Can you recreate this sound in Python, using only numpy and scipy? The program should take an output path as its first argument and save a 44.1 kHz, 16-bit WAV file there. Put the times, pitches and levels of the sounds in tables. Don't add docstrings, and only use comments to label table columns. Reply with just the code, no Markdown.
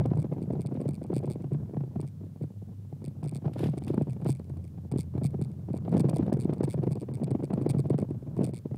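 import sys
import numpy as np
from scipy import signal
from scipy.fft import rfft, irfft
from scipy.io import wavfile
from scipy.ndimage import uniform_filter1d

SR = 44100
rng = np.random.default_rng(int(sys.argv[2]) if len(sys.argv) > 2 else 0)


def undo_db(level):
    steps = np.asarray(level, float) / 20
    return 10 ** steps


def unload_wav(signal):
    wavfile.write(
        sys.argv[1],
        SR,
        np.round(np.clip(np.atleast_2d(signal).T, -1, 1) * 32767).astype(np.int16),
    )


N = 386757


def rms_one(x):
    return x / np.sqrt(np.mean(x ** 2) + 1e-20)


def in_time(rows):
    start_s, *columns = np.transpose(rows)
    return [np.interp(np.arange(N) / SR, start_s, column) for column in columns]


def coloured(spectrum):
    hz, db = np.transpose(spectrum)
    bin_hz = np.arange(1, N // 2 + 2) * SR / N
    gain = undo_db(np.interp(np.log(bin_hz), np.log(hz), db, right=-90))
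    return rms_one(irfft(rfft(rng.standard_normal(N)) * gain, N))


def drift(rate_hz):
    r = np.exp(-80 * np.pi * rate_hz / SR)
    slow = signal.lfilter([1], [1, -2 * r, r * r], rng.standard_normal(N // 40 + 2002))[2000:]
    return np.interp(np.arange(N) / 40, np.arange(len(slow)), rms_one(slow))


def clicks(start_s, size):
    out = np.full(N, 1e-18)
    at = np.clip((np.asarray(start_s) * SR).astype(int), 0, N - 1)
    np.add.at(out, at, size)
    return out


def ring(x, hz, t60_s):
    r, w = undo_db(-60 / (t60_s * SR)), 2 * np.pi * hz / SR
    return signal.lfilter([0, np.sin(w)], [1, -2 * r * np.cos(w), r * r], x)


def cut(x, hz, kind, order=2):
    return signal.sosfilt(signal.butter(order, hz, kind, fs=SR, output="sos"), x)


def swell(start_s, size, width_s, rise_share=1):
    r, q = np.exp(-1 / (width_s * SR)), np.exp(-1 / (rise_share * width_s * SR))
    fading = signal.lfilter([1], [1, -r], clicks(start_s, size))
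    return signal.lfilter([1 - r * q], [1, -q], fading[::-1])[::-1]


def evened(x):
    power = uniform_filter1d(rms_one(cut(x, 280.0, "high")) ** 2, size=256)
    return rms_one(x / np.sqrt(power + .1))


# pitch_hz [Hz], level_db [dB per Hz]
SHUDDER_COLOUR = [(60, -37.5), (150, 12), (300, 0), (600, -11.5), (1000, -25), (1400, -42.5), (2200, -40.5),
                  (3500, -52.5), (7000, -67)]


def shudder_noise():
    return evened(coloured(SHUDDER_COLOUR))


# pitch_hz [Hz], level_db [dB per Hz]
RUB_COLOUR = [(900, 13), (1500, 9.5), (3600, 8), (5200, 2), (6000, -6), (9000, 0), (15000, -9)]


def rub_noise():
    return coloured(RUB_COLOUR)


# pitch_hz [Hz], level_db [dB per Hz]
HISS_COLOUR = [(20, 6), (35, 36), (60, 24.5), (200, 0), (1500, 4.5), (8500, 1.5), (15700, 0.5)]


def hiss():
    return undo_db(-70.5) * coloured(HISS_COLOUR)


# start_s [s], pitch_hz [Hz], level_db [dB]
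ENGINE_HUM = [(0, 95, -50), (2.2, 97, -49), (2.82, 99, -42), (3.1, 96, -45), (3.6, 93, -47), (4.2, 86, -45),
              (4.55, 86.5, -39), (5.3, 88.5, -38), (5.85, 92, -40), (6.0, 92, -55), (8.77, 98, -50)]
# multiple [of the hum pitch], level_db [dB]
ENGINE_ORDERS = [(2, -18)]


def engine():
    hz, level_db = in_time(ENGINE_HUM)
    turns = np.cumsum(hz * (1 + 0.0077 * drift(2.08) + 0.008 * drift(9.1))) / SR
    waver_db = 3.5 * drift(8)
    orders = [(1, 0)] + ENGINE_ORDERS
    hum = sum(undo_db(db) * np.sin(2 * np.pi * k * turns) for k, db in orders)
    return np.sqrt(2) * undo_db(level_db + 1 + waver_db) * hum


# start_s [s], level_db [dB]
ROUGHNESS = [(0, -38), (.9, -42.5), (1.6, -42.5), (2.2, -47), (2.9, -48), (3.3, -45), (4.05, -41),
             (4.4, -45), (5.6, -44.5), (5.98, -36), (7.0, -40.5), (7.6, -37.5), (8.05, -40), (8.2, -42.5),
             (8.77, -46)]
# pitch_hz [Hz], level_db [dB per Hz]
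TYRE_COLOUR = [(20, -37), (40, -24), (62, -4.5), (90, -3.5), (135, 1), (200, -8.5), (300, -23.5),
               (600, -37.5), (1100, -47), (1800, -57)]


def road():
    rumble_db, = in_time(ROUGHNESS)
    bumps_db = -48 + 1.77 * (rumble_db + 44)
    rumble = undo_db(rumble_db + 4.5 + 2.66 * drift(5.1)) * coloured(TYRE_COLOUR)
    bumps_per_s = 70 * undo_db(3 * drift(14))
    at = np.flatnonzero(rng.random(N) < bumps_per_s / SR)
    size = undo_db(3.5 * np.minimum(rng.exponential(1, len(at)), 1.5))
    bumps = rms_one(swell(at / SR, size, 0.0022) * shudder_noise())
    return rumble + undo_db(bumps_db) * bumps


# start_s [s] of the peak, level_db [dB peak], rise_s [s], fade_s [s]
SCUFF_CONTACTS = [
    (3.535, -56, 0.0018, 0.0071),
    (3.595, -52.5, 0.011, 0.022),
    (3.633, -57.5, 0.0081, .015),
    (3.655, -60, .015, 0.049),
    (3.879, -55, 0.002, 0.012),
    (3.9, -70, 0.014, 0.096),
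]


def scuff():
    t = np.arange(N) / SR
    envelope = np.zeros(N)
    for start_s, level_db, rise_s, fade_s in SCUFF_CONTACTS:
        envelope += undo_db(level_db) * np.exp(np.minimum((t - start_s) / rise_s, (start_s - t) / fade_s))
    grain = undo_db(4 + 3.5 * drift(250) + 2 * drift(30))
    return envelope * grain * rub_noise()


CREAK_TIMES = [0.0415, 0.055, 0.1045, 0.7627, 3.8217, 4.2563, 4.961, 5.8509, 5.9413, 6.052, 6.2107, 6.2652,
               6.4364, 6.5032, 6.7299, 7.2739, 7.7364, 7.9342, 7.981, 8.4212]


def creaks():
    snaps = swell(np.array(CREAK_TIMES), undo_db(-54), 0.003, rise_share=0.4)
    return snaps * cut(rub_noise(), 4000.0, "low")


# [dB above thud, if any]
ROAD_JOLTS_1 = [(0.0034, -28, -16, -19), (0.0611, -30.5, 5, -13.5), (0.1161, -18.5, -7),
                (0.1341, -37.5, 6, -9.5), (0.1844, -29.5, 4.5, -32), (0.2451, -28.5, 2.5, -18),
                (0.3263, -21, -2), (0.3703, -30.5, -1), (0.4198, -27, -14), (0.44, -31, -1, -32),
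                (0.4776, -33, -0.5), (0.5068, -31.5, 4.5), (0.5352, -24, -6), (0.5548, -29.5, -2, -20),
                (0.5677, -31, -8), (0.5962, -21.5, -5), (0.653, -25.5, 2), (0.7229, -26, 1, -28),
                (0.7533, -31, 5, -21), (0.7736, -26, 3), (0.8042, -25.5, -10), (0.819, -24, -5),
                (0.858, -22, 2, -27), (0.8888, -23, -0.5, -29), (1.0197, -29, -19, -24),
                (1.1037, -20.5, -9), (1.1313, -21.5, 2, -26), (1.1668, -23, 3), (1.2041, -31, -7, -33),
                (1.2459, -22.5, -2), (1.2778, -19.5, -0.5), (1.3103, -27.5, -13, -32),
                (1.3588, -27, 0.5, -27), (1.4046, -30, 3, -24), (1.4445, -30.5, 5, -19),
                (1.5195, -25.5, 5.5, -28), (1.5474, -32.5, 8.5, -14.5), (1.7381, -29, 0.5),
                (1.77, -29, 7, -19), (1.8083, -34.5, 11, -15.5), (1.8388, -30, -1), (1.9614, -24, 1, -28)]
ROAD_JOLTS_2 = [(1.999, -25.5, 0.5), (2.0318, -34.5, 7.5, -17), (2.0456, -39, 7.5, -14),
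                (2.2146, -35.5, -4, -32), (2.2412, -38.5, 4.5, -35), (2.4131, -33, 7, -27),
                (2.4396, -32, 6.5, -24), (2.624, -40.5, 6.5, -30), (2.9279, -39, 6, -22),
                (3.0208, -35, 5, -23), (3.044, -34.5, 5.5, -32), (3.0762, -36.5, 7.5, -26),
                (3.23, -34, 7.5, -13), (3.2487, -34.5, 10.5, -18), (3.2648, -36.5, 8, -18),
                (3.326, -29, 3.5, -34), (3.358, -33.5, 4.5, -19), (3.4237, -39.5, 7.5, -19),
                (3.4579, -28, 8, -12), (3.4806, -30, 2, -18), (3.496, -35.5, 5.5, -24),
                (3.5637, -27.5, -3, -16), (3.6067, -24.5, 3.5, -21), (3.6344, -20, 3, -22),
                (3.6598, -24.5, 5, -19), (3.6887, -30.5, 7.5, -22), (3.7393, -25, -3, -26),
                (3.7774, -25, -10, -21.5), (3.8745, -26, -9, -23), (3.9042, -21, 0),
                (3.9419, -21, 1, -22.5), (3.9796, -16.5, -5.5, -29), (4.0135, -20, 1.5, -34),
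                (4.0818, -36.5, 10.5, -28), (4.2213, -29.5, 5.5, -18), (4.2622, -20.5, 1.5, -18.5),
                (4.294, -21, 4.5, -22), (4.3993, -32.5, -3, -23.5), (4.5, -36, 5.5, -17.5),
                (4.5712, -36, 6, -22), (4.7837, -42, 9.5, -10.5), (4.852, -38, 5, -26.5),
                (4.9196, -27.5, 3.5, -20.5)]
ROAD_JOLTS_3 = [(4.9386, -25.5, -8), (4.9609, -22, 0.5, -32), (4.9882, -30.5, 8, -20),
                (5.153, -25.5, 0, -29.5), (5.1791, -28.5, 7.5, -16.5), (5.2197, -21.5, 0, -27),
                (5.2484, -25, 7, -25), (5.3481, -28.5, 1, -27), (5.3921, -30, 0), (5.4151, -28, 6, -20.5),
                (5.6876, -29, -19, -25), (5.7044, -28.5, 6.5, -28), (5.7427, -20.5, -8),
                (5.764, -33, 2, -33), (5.8608, -30, -5, -20), (5.8815, -22, 0.5, -33),
                (5.9097, -33, 6.5, -23), (5.9272, -19.5, -1, -23), (5.949, -13.5, -3),
                (5.9693, -20, 3.5, -17), (6.0022, -20, 4.5, -17), (6.0455, -16, 1, -35),
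                (6.0623, -36, 4, -20), (6.0915, -25.5, -5, -14.5), (6.133, -19.5, 1.5, -25),
                (6.1658, -19, 2, -28), (6.1964, -15, -1.5, -35), (6.2289, -23, 3, -16.5),
                (6.2803, -25.5, -13, -21), (6.2982, -25.5, -8, -21), (6.3259, -20.5, -9, -14),
                (6.3379, -35.5, 8.5, -22), (6.3708, -21.5, -4, -25.5), (6.4548, -21.5, -8),
                (6.4963, -17, -5.5, -31), (6.5321, -24.5, -15, -18), (6.6087, -17.5, -2, -20.5),
                (6.6361, -21, 3, -17.5), (6.6802, -19, -17, -25), (6.7434, -25.5, 2.5, -18),
                (6.7902, -27, 4, -27), (6.8383, -20.5, -12, -26), (6.8751, -19.5, 0.5, -30.5)]
ROAD_JOLTS_4 = [(6.9111, -35, 11, -13), (6.9584, -26, -7), (6.9718, -25.5, 3.5, -36), (7.0172, -34, 3),
                (7.0321, -24, -2.5), (7.0896, -24.5, -4, -31), (7.2175, -21, -16), (7.2323, -24, 2.5, -33),
                (7.2809, -24, -10, -32), (7.3163, -21, 2, -29), (7.3518, -18, -14, -32),
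                (7.3958, -26, 0.5, -27), (7.4395, -20.5, 0.5, -36), (7.507, -19, -3.5, -31),
                (7.5365, -20.5, 0.5, -18.5), (7.5777, -19, -9, -30), (7.615, -21, 0.5, -23.5),
                (7.6648, -16, -13, -25), (7.7008, -22, 4.5, -21), (7.7487, -21.5, -20, -23.5),
                (7.7662, -28, 7, -34), (7.7945, -21, 0.5, -33), (7.8576, -22, 1, -28),
                (7.9049, -16.5, 2, -29.5), (7.943, -23.5, 5, -21), (7.988, -22.5, -9, -21),
                (8.0136, -34, 8.5, -27), (8.0267, -19.5, -20), (8.1096, -22.5, -3),
                (8.2273, -32.5, -8, -34), (8.3698, -31, 6.5, -18), (8.3922, -20, -5), (8.4113, -15, -22),
                (8.4224, -30, 3.5, -22), (8.439, -26.5, 2.5, -26), (8.45, -33, 9.5, -15.5),
                (8.474, -32, 3, -21), (8.4928, -26.5, -11), (8.5362, -30.5, -1), (8.6579, -25, -21),
                (8.714, -29.5, 4.5, -36), (8.7448, -30.5, -11, -24)]
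# start_s [s], thud_db [dB]
DRY_TOUCHES = [(0.0109, -20.5), (0.056, -23.5), (0.32, -31.5), (0.714, -34), (1.71, -39.5), (3.384, -42),
               (3.448, -31.5), (3.517, -41), (5.343, -31), (6.266, -30), (6.393, -32), (6.423, -35),
               (6.779, -27.5), (6.83, -28), (6.869, -27), (7.115, -39.5), (7.27, -33.5), (7.309, -27),
               (0.6909, -40), (1.12, -33), (1.2356, -31), (1.301, -33), (1.878, -44), (3.5934, -32),
               (3.8212, -38), (4.2534, -32), (5.9418, -24), (6.054, -28), (6.2094, -33), (6.5651, -39),
               (7.1418, -39), (7.5884, -32), (7.63, -34), (8.3142, -41), (8.4311, -34)]


def jolt_list():
    rows = [(*row, -44)[:4] for row in ROAD_JOLTS_1 + ROAD_JOLTS_2 + ROAD_JOLTS_3 + ROAD_JOLTS_4]
    rows += [(start_s, thud_db, -8, -22) for start_s, thud_db in DRY_TOUCHES]
    start_s, thud_db, boom_db, grit_db = np.transpose(rows)
    return start_s, thud_db + 5.0, -2 + 1.48 * boom_db, grit_db - 1.5


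# pitch_hz [Hz], level_db [dB per Hz]
GRIT_NOISE = [(300, 1.5), (700, 11.5), (1100, -4), (2000, -16), (3500, -24.5), (6000, -29)]


def grit():
    start_s, thud_db, _, grit_db = jolt_list()
    envelope = swell(start_s, undo_db(thud_db + grit_db), 0.005, rise_share=0.7)
    return envelope * undo_db(3.0 * drift(260)) * coloured(GRIT_NOISE)


# start_s [s], level_db [dB]
PART_TICKS = [(0.0596, -49.5), (0.1745, -53), (0.1931, -52), (0.2013, -50), (0.2192, -53),
              (0.2271, -50.5), (0.427, -53), (0.527, -57), (0.6088, -49), (0.6171, -45), (0.6624, -46),
              (0.6704, -45.5), (0.8064, -55), (0.8145, -50), (0.881, -51), (0.8896, -42), (0.9093, -53),
              (0.9348, -54), (0.9439, -50), (0.9528, -50), (1.0312, -57), (1.0395, -50.5), (1.1392, -48),
              (1.1473, -48), (1.1564, -48), (1.164, -40), (1.1726, -47), (1.1812, -41.5), (1.1904, -49),
              (1.2567, -51), (1.2658, -55), (1.3008, -45), (1.3091, -45.5), (1.317, -44.5),
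              (1.325, -48.5), (1.334, -50.5), (1.5335, -53.5), (2.0046, -50), (2.013, -45.5),
              (2.0765, -52), (2.0855, -57), (3.0423, -51), (3.051, -49), (3.0607, -47.5), (3.0807, -51.5),
              (3.2328, -54), (3.2413, -48), (3.2502, -53), (3.2587, -54), (3.2759, -49), (3.284, -48),
              (3.293, -42.5),
              (3.3128, -53), (3.3483, -42.5), (3.357, -44.5), (3.366, -44), (3.3748, -51), (3.5375, -53),
                (3.6982, -52), (3.773, -56), (3.78, -45), (3.7858, -48), (3.8377, -49.5), (3.8472, -49),
                (3.8667, -53), (3.8809, -45), (3.9441, -49), (4.0216, -50), (4.0978, -52.5), (4.1066, -53),
                (4.132, -53), (4.2466, -49), (4.2654, -50), (4.2734, -47), (4.281, -42), (4.2883, -41.5),
                (4.2955, -40), (4.3022, -37), (4.3102, -44), (4.3183, -42), (4.3266, -44.5), (4.351, -51),
                (4.6419, -56), (4.9159, -47), (4.9223, -45), (4.9768, -48), (4.9842, -40), (4.9918, -41),
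                (5.0004, -42), (5.007, -38), (5.0165, -48), (5.031, -54), (5.18, -57), (5.2355, -44.5),
                (5.2428, -39.5), (5.2514, -42), (5.259, -39),
              (5.2662, -42), (5.2746, -56), (5.4147, -46), (5.423, -46), (5.4392, -53), (5.4476, -51),
                (5.7325, -54), (5.7505, -56), (5.7593, -57), (5.7675, -50), (5.7755, -48), (5.8937, -54),
                (5.918, -55), (5.9246, -57), (5.9406, -55), (5.9695, -45), (5.9787, -43), (5.9963, -38),
                (6.0038, -39.5), (6.0074, -39.5), (6.0865, -49), (6.0941, -40.5), (6.0978, -39),
                (6.1432, -50), (6.1528, -52), (6.161, -41.5), (6.168, -39.5), (6.1836, -46), (6.3296, -41),
                (6.338, -48), (6.372, -55), (6.3922, -54), (6.4006, -43), (6.4092, -43), (6.4173, -45),
                (6.4249, -49), (6.4332, -53), (6.4379, -57), (6.4465, -47), (6.5357, -47), (6.6322, -45),
                (6.6396, -39.5), (6.6453, -43), (6.6505, -44), (6.6913, -51), (6.7004, -43),
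                (6.7084, -40.5), (6.7173, -44), (6.7257, -46), (6.733, -45), (6.7408, -51), (6.8344, -55),
              (6.9099, -55), (6.9171, -48), (6.9232, -44), (6.9302, -46.5), (6.9548, -52), (6.9999, -55),
                (7.0086, -49), (7.0172, -50.5), (7.0259, -57), (7.1384, -49), (7.1463, -49), (7.1536, -46),
                (7.2363, -44.5), (7.2434, -42), (7.3068, -48), (7.3134, -46), (7.4347, -53),
                (7.4436, -46.5), (7.4531, -51), (7.5374, -43), (7.615, -55), (7.6222, -51.5), (7.692, -40),
                (7.6982, -37), (7.7056, -37), (7.713, -41.5), (7.7855, -47), (7.7936, -43.5), (7.8017, -45),
                (7.8981, -47), (7.9054, -46), (7.9805, -50), (7.9885, -44.5), (8.0005, -49), (8.017, -52),
                (8.3662, -55), (8.3776, -53), (8.435, -47), (8.4425, -37), (8.451, -41), (8.457, -55),
                (8.4651, -45), (8.473, -54), (8.4913, -53), (8.5362, -49), (8.544, -46.5), (8.553, -51),
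                (8.562, -47), (8.5704, -46.5), (8.5793, -49), (8.588, -52)]
FAINT_TICKS = [0.1566, 0.2097, 0.3358, 0.4179, 0.4359, 0.5347, 0.6005, 0.6259, 0.7436, 0.8234, 0.9614,
               1.066, 1.2367, 1.3427, 1.4219, 2.0683, 2.4244, 2.4334, 3.3375, 3.4637, 3.8305, 3.9758, 4.028,
               4.1231, 4.2154, 4.3603, 4.3698, 4.3954, 4.444, 4.4964, 4.572, 4.6503, 4.6782, 5.0224, 5.3067,
               5.5161, 6.235, 6.2646, 6.5427, 6.5822, 6.87, 7.171, 7.5302, 7.6643, 7.8103, 7.8695, 8.1069,
               8.4195, 8.4826, 8.759]
# pitch_hz [Hz], level_db [dB], t60_s [s]
PART_MODES = [(2220, -12.5, 0.011), (2420, -11, 0.0058), (3520, -18.5, 0.0069), (4500, -10.5, 0.0046),
              (5050, -9.5, 0.0021), (7825, -3.5, 0.0017), (8700, 2, 0.0019), (9440, -2, 0.0017),
              (12200, -17, 0.002), (13100, -17, 0.002)]


def rattle():
    rows = PART_TICKS
    rows = rows + [(at, -59) for at in FAINT_TICKS]
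    start_s, level_db = np.transpose(rows)
    chance = rng.standard_normal((len(start_s), 5))
    colour_db = 2.5 * rng.standard_normal((len(start_s), len(PART_MODES)))
    colour_db[:, 5:8] *= .3
    colour_db[:, :2] -= .35 * (level_db[:, None] + 54)
    hard = np.clip((level_db + 43) / 7, 0, 1)
    rebounds = np.zeros(N)
    for k in (1, 2):
        later_s = start_s + k * .0016 * undo_db(1.5 * chance[:, k])
        rebounds += clicks(later_s, hard * undo_db(level_db - 3 * k + 2.5 * chance[:, 2 + k]))
    buzz = swell(start_s + 0.0022, undo_db(level_db - 28.0), 0.0011)
    rebounds += buzz * rng.standard_normal(N)
    ticks = np.zeros(N)
    for k, (hz, db, t60_s) in enumerate(PART_MODES):
        strikes = clicks(start_s, undo_db(level_db + colour_db[:, k])) + rebounds
        ticks += (-1) ** k * undo_db(db) * ring(strikes, hz, t60_s)
    edge = clicks(start_s, undo_db(level_db + 4 * hard)) + .5 * rebounds
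    crack = undo_db(-9) * cut(edge, 14200.0, "high")
    return undo_db(10.0) * cut(ticks + crack, 1500.0, "high")


def thuds(start_s, size, hardness):
    hard_hits = clicks(start_s, size * hardness)
    soft = cut(clicks(start_s, size * (1 - hardness)), 407.0, "low", order=5)
    hard = cut(hard_hits, 624.0, "low", order=5)
    knock = ring(cut(hard_hits, 624.0, "low"), 345.0, 0.03)
    return undo_db(36.5) * (soft + undo_db(-18) * hard) + undo_db(-10) * knock


# pitch_hz [Hz], level_db [dB], t60_s [s]
PANEL_MODES = [
    (120, -13, 0.045),
    (134.4, -7.5, 0.58),
    (144.3, 2, 0.19),
    (155, 5.5, 0.052),
    (201.6, -9.5, 0.1),
]


def jolts():
    start_s, thud_db, boom_db, _ = jolt_list()
    chance = rng.random((len(start_s), 2))
    strike = rng.standard_normal((len(start_s), len(PANEL_MODES)))
    size = undo_db(thud_db) * np.sign(chance[:, 0] - .5)
    push = thuds(start_s - .0012, size, chance[:, 1])
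    quick = swell(start_s - .001, undo_db(thud_db), 0.004, rise_share=0.8)
    lingering = swell(start_s + 0.0073, undo_db(thud_db - 17.5), 0.013)
    shudder = undo_db(-9) * (quick + lingering) * shudder_noise()
    boom = np.zeros(N)
    for k, (hz, db, t60_s) in enumerate(PANEL_MODES):
        strike_db = boom_db + db - 11.5 + 2.7 * strike[:, k]
        boom += ring(clicks(start_s, size * undo_db(strike_db)), hz, t60_s)
    return cut(push + shudder + cut(boom, 208.0, "low"), 112.0, "high", order=3)


def scene():
    return (engine() + road() + scuff() + creaks() + grit() + rattle() + jolts())[None]


def starved(x, below_db):
    treble = x - signal.sosfiltfilt(signal.butter(4, 3000, fs=SR, output="sos"), x)
    padded = np.pad(treble[0] ** 2, (255, -(N + 255) % 1024))
    power = padded.reshape(-1, 8, 128).mean(axis=2)
    lost = power < undo_db(-2 * below_db) * power.max(axis=1, keepdims=True)
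    loss = uniform_filter1d(np.repeat(lost * 1., 128), size=64)[255:N + 255]
    return x - .8 * loss * treble


def low_pass(x):
    return signal.sosfilt(signal.butter(12, 15840, fs=SR, output="sos"), x)


def record(dry):
    t = np.arange(N) / SR
    under_way = 0.14 * np.cos(2 * np.pi * 103.0 * t) * undo_db(-60 * t / 0.073)
    mic = cut(cut(dry, 92.6, "high"), 73.5, "high") + under_way
    rounded = cut(.5 * np.tanh(mic / .5), 15500, "low", order=16)
    mix = starved(rounded + hiss(), below_db=18)
    return low_pass(mix)


dry = scene()
out = record(dry)
unload_wav(out)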